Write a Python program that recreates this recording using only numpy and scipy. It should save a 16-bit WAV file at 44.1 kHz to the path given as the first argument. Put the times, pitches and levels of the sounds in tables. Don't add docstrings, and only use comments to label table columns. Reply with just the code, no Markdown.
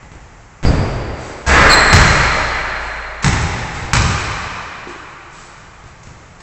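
import sys
import numpy as np
from scipy import signal
from scipy.fft import rfft, irfft
from scipy.io import wavfile
from scipy.ndimage import uniform_filter1d

SR = 44100
rng = np.random.default_rng(int(sys.argv[2]) if len(sys.argv) > 2 else 0)


def pcm_store(signal):
    levels = np.round(np.clip(np.atleast_2d(signal), -1, 1) * 32767)
    wavfile.write(sys.argv[1], SR, levels.astype(np.int16).T)


N = 283122

# frequency_hz, relative_db
THUMP_SPECTRUM = [(25, -19), (45, -2), (65, -0.5), (110, 1.5), (175, -5.3), (250, -17.5), (450, -22.5),
                  (700, -26), (1100, -38)]
SLAP_SPECTRUM = [(100, -3), (300, -3), (450, -6.5), (650, -7), (850, 3.5), (1200, 2.5), (1600, 3.2),
                 (2200, 3.8), (3100, -6.5), (5500, -6), (8000, -8)]
# start_s, thump_db, slap_db, ring_hz
BALL_IMPACTS = [(-1.62, -9.5, -21.5, 846), (1.928, -7.3, -12, 593), (3.244, -10, -19.8, 810),
                (3.933, -10.7, -15.8, 1186)]


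def bounces(treble_hz=3500, treble_db=-10.5, ring_t60_s=0.04, ring_db=-26.5):
    out, t = np.zeros(N), seconds(2048)
    thump, slap = knock(THUMP_SPECTRUM), knock(SLAP_SPECTRUM)
    treble = signal.lfilter(*signal.butter(1, treble_hz, "high", fs=SR), slap)
    slap = slap + from_db(treble_db) * treble
    for start_s, thump_db, slap_db, ring_hz in BALL_IMPACTS:
        contact_s = 0.013 * from_db(slap_db)
        burst = rfft(rng.standard_normal(len(t)) * np.exp(-t / contact_s))
        spread = irfft(burst / np.abs(burst)) * np.exp(-t / (10 * contact_s))
        smack = signal.fftconvolve(slap, unit_energy(spread))
        board_ring = unit_energy(ring(ring_hz, ring_t60_s, len(slap)))
        add(out, start_s, hall(from_db(thump_db) * thump, direct_db=25.5))
        add(out, start_s, hall(from_db(slap_db) * smack, direct_db=33))
        add(out, start_s, hall(from_db(ring_db) * board_ring, direct_db=17))
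    return out


# frequency_hz, relative_db
RATTLE_SPECTRUM = [(60, -3.5), (150, -1.5), (280, -2.7), (600, -4.5), (1000, -2.5), (1400, 0), (1900, 0.5),
                   (2400, -7), (3100, -16.5), (4500, -19), (6200, -24.5), (8000, -29.5)]
# pitch_hz, level_db, t60_s
FRAME_MODES = [(23.93, -12.5, 4.1), (28.3, -22.5, 3.0), (55.2, -16, 6), (69.4, -7, 0.68),
               (136.6, -26.5, 1.6), (627, -28, 6.8), (705, -31.5, 3.5), (897, -31.5, 9.8), (1634, -25, 2.2),
               (1840, -29.5, 2.2), (2573, -30, 2.0)]


def hoop(start_s=1.465, rattle_db=-5, clicks_per_s=400, spread_db=3.5, graze_db=-15, boom_db=-33,
         sway_hz=7.9):
    out = np.zeros(N)
    clicks = (rng.random(SR) < clicks_per_s / SR) * rng.choice([-1, 1], SR)
    clicks = clicks * from_db(rng.normal(0, spread_db, SR)) * shaking(seconds(SR))
    rattle = unit_energy(signal.fftconvolve(clicks, knock(RATTLE_SPECTRUM)))
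    add(out, start_s, hall(from_db(rattle_db) * rattle, direct_db=27))
    add(out, start_s, hall(from_db(graze_db) * knock(SCUFF_SPECTRUM), direct_db=14))
    for pitch_hz, level_db, t60_s in FRAME_MODES:
        swell = 1 - np.exp(-seconds(N) * (pitch_hz / sway_hz) ** 2)
        add(out, start_s, from_db(level_db) * swell * ring(pitch_hz, t60_s, N))
    add(out, start_s, hall(from_db(boom_db) * knock(THUMP_SPECTRUM), direct_db=24))
    return out


def shaking(t, attack_s=0.02, hold_s=0.19, release_s=0.028, sag_db_per_s=20,
            linger_db=-6, linger_t60_s=1.45):
    hard = from_db(-sag_db_per_s * t) * np.exp(-np.maximum(t - hold_s, 0) / release_s)
    lingering = from_db(linger_db - 60 * t / linger_t60_s)
    return (1 - np.exp(-t / attack_s)) * np.maximum(hard, lingering)


def landing(start_s=0.629, heel_lag_s=0.022, toe_db=-17, heel_db=-8.8):
    out = np.zeros(N)
    add(out, start_s, hall(footfall(toe_db), direct_db=18.5))
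    add(out, start_s + heel_lag_s, hall(from_db(heel_db) * knock(THUD_SPECTRUM), direct_db=31))
    return out


# frequency_hz, relative_db
THUD_SPECTRUM = [(25, -3.5), (55, 1), (120, 2.5), (200, -10), (330, -13.5), (600, -17.5), (1100, -25),
                 (2200, -33), (3200, -45), (8000, -50)]
TAP_SPECTRUM = [(200, 0.5), (900, 1.5), (2100, 3), (3200, -6), (5500, -9.5), (8000, -9)]


def footfall(level_db, tap_db=-10):
    return from_db(level_db) * (knock(THUD_SPECTRUM) + from_db(tap_db) * knock(TAP_SPECTRUM))


# start_s, level_db
FOOT_IMPACTS = [(.03, -43), (.118, -38.5), (3.765, -30), (3.828, -29.5), (5.614, -47), (5.84, -42),
                (6.072, -39)]


def steps():
    out = np.zeros(N)
    for start_s, level_db in FOOT_IMPACTS:
        add(out, start_s, hall(footfall(level_db), direct_db=31))
    return out


# frequency_hz, relative_db
SCUFF_SPECTRUM = [(300, 0.5), (1500, 4), (3200, -3.5), (5500, -2.5), (8000, -0.5)]
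# start_s, length_s, level_db
DRAGS = [(1.137, 0.21, -34), (2.756, .16, -40.5), (3.221, 0.021, -25), (3.72, 0.07, -33.5),
         (4.871, 0.039, -42), (5.284, 0.19, -37.5), (5.86, .03, -50), (6.029, 0.012, -45),
         (6.4, 0.012, -42)]


def scuffs():
    out, t = np.zeros(N), seconds(SR // 2)
    for start_s, length_s, level_db in DRAGS:
        stroke = np.sin(np.pi * np.minimum(t / length_s, 1))
        friction = signal.fftconvolve(stroke * rng.standard_normal(len(t)), knock(SCUFF_SPECTRUM))
        add(out, start_s, hall(from_db(level_db) * unit_energy(friction), direct_db=31.5))
    return out


# start_s, length_s, pitch_hz, waver_hz, level_db
SOLE_SQUEAKS = [(.645, 0.06, 4780, 200, -36.5), (1.688, 0.06, 4230, 150, -23),
                (1.69, 0.042, 7650, 190, -21.5), (1.717, 0.037, 4140, 65, -19),
                (6.029, .014, 6140, 400, -59)]


def squeaks(sag_hz=95, beam_db=41, beam_hz=4200, beam_fall_db_per_octave=12):
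    out, t = np.zeros(N), seconds(SR // 4)
    for start_s, length_s, pitch_hz, waver_hz, level_db in SOLE_SQUEAKS:
        progress = np.minimum(t / length_s, 1)
        waver = uniform_filter1d(rng.standard_normal(len(t)), size=50)
        slip_hz = pitch_hz - sag_hz * (progress - .5) + waver_hz * waver / waver.std()
        tone = np.sin(2 * np.pi * np.cumsum(slip_hz) / SR)
        whistle = from_db(level_db) * unit_energy(np.sin(np.pi * progress) * tone)
        direct_db = beam_db - beam_fall_db_per_octave * np.log2(pitch_hz / beam_hz)
        add(out, start_s, from_db(direct_db) * whistle)
        add(out, start_s, hall(whistle, direct_db=13))
    return out


def catch(start_s=4.872, pitch_hz=350, t60_s=0.052, level_db=-40.3):
    out = np.zeros(N)
    pop = from_db(level_db) * unit_energy(ring(pitch_hz, t60_s, SR // 4))
    add(out, start_s, hall(pop, direct_db=40))
    return out


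# frequency_hz, t60_s
REVERBERATION_TIMES = [(40, 1.6), (100, 1.5), (200, 1.47), (400, 3), (800, 4), (1600, 4), (2800, 3.5),
                       (4200, 2.5), (7500, 1.55)]


def diffuse_tail(t, band_count=12):
    centres_hz = np.geomspace(40, 8000, band_count)
    hz = np.fft.rfftfreq(len(t), 1 / SR)
    bands = np.array([at_hz(np.column_stack([centres_hz, row]), hz) for row in np.eye(band_count)])
    decays = from_db(-60 * t / at_hz(REVERBERATION_TIMES, centres_hz)[:, None])
    band_noise = irfft(bands * rfft(rng.standard_normal(len(t))))
    return np.sum(band_noise * decays, axis=0)


# delay_s, level_db
WALL_REFLECTIONS = [(.0045, -6.5), (.019, -6.5), (.0225, -11.5), (0.033, -8), (0.037, -6.5), (.087, -9)]


def hall(sound, direct_db, early_db=0.5, early_s=0.044, build_s=0.004):
    t = seconds(4 * SR)
    response = diffuse_tail(t) * (1 - np.exp(-t / build_s)) * from_db(early_db * np.exp(-t / early_s))
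    response[0] += from_db(direct_db)
    for delay_s, level_db in WALL_REFLECTIONS:
        response[round(abs(delay_s) * SR)] += from_db(direct_db + level_db)
    return signal.fftconvolve(sound, response)


# frequency_hz, relative_db
AIR_SPECTRUM = [(12, -21.5), (20, 1), (160, -3.5), (233, -14.5), (575, -15), (859, -12.5), (1020, -16.5),
                (1130, -12), (1250, -15), (2070, -18.5), (3680, -33), (7420, -25.5), (8000, -34.5),
                (10400, -73), (17600, -120)]


def air(level_db=-41.5):
    colour = from_db(at_hz(AIR_SPECTRUM, np.fft.rfftfreq(N, 1 / SR)))
    noise = irfft(rfft(rng.standard_normal(N)) * colour, N)
    return from_db(level_db) * noise / noise.std()


def knock(spectrum, size=8192):
    cepstrum = irfft(np.log(from_db(at_hz(spectrum, np.fft.rfftfreq(size, 1 / SR)))))
    cepstrum[1:size // 2] *= 2
    cepstrum[size // 2 + 1:] = 0
    return unit_energy(irfft(np.exp(rfft(cepstrum))))


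def ring(pitch_hz, t60_s, count):
    t = seconds(count)
    return from_db(-60 * t / t60_s) * np.sin(2 * np.pi * pitch_hz * t)


def from_db(db):
    return 10 ** (np.asarray(db) / 20)


def at_hz(points, hz):
    known_hz, values = np.transpose(points)
    return np.interp(np.log(np.maximum(hz, 1)), np.log(known_hz), values)


def unit_energy(x):
    return x / np.sqrt(np.sum(x ** 2) + 1e-20)


def seconds(count):
    return np.arange(count) / SR


def add(out, start_s, sound):
    start = round(start_s * SR)
    part = sound[max(-start, 0):N - start]
    out[max(start, 0):][:len(part)] += part


def scene():
    return (bounces() + hoop() + landing() + steps() + scuffs() + squeaks() + catch() + air())[None]


def record(dry, overload=1.0, ceiling=0.98, band_hz=8050, cutoff_hz=16000):
    narrow = signal.ellip(14, .2, 90, band_hz, fs=SR, output="sos")
    driven = signal.sosfilt(narrow, dry)
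    rounded = driven / (1 + (driven / overload) ** 6) ** (1 / 6)
    clipped = np.clip(signal.sosfilt(narrow, rounded), -ceiling, ceiling)
    return signal.sosfilt(signal.ellip(12, .2, 80, cutoff_hz, fs=SR, output="sos"), clipped)


dry = scene()
out = record(dry)
pcm_store(out)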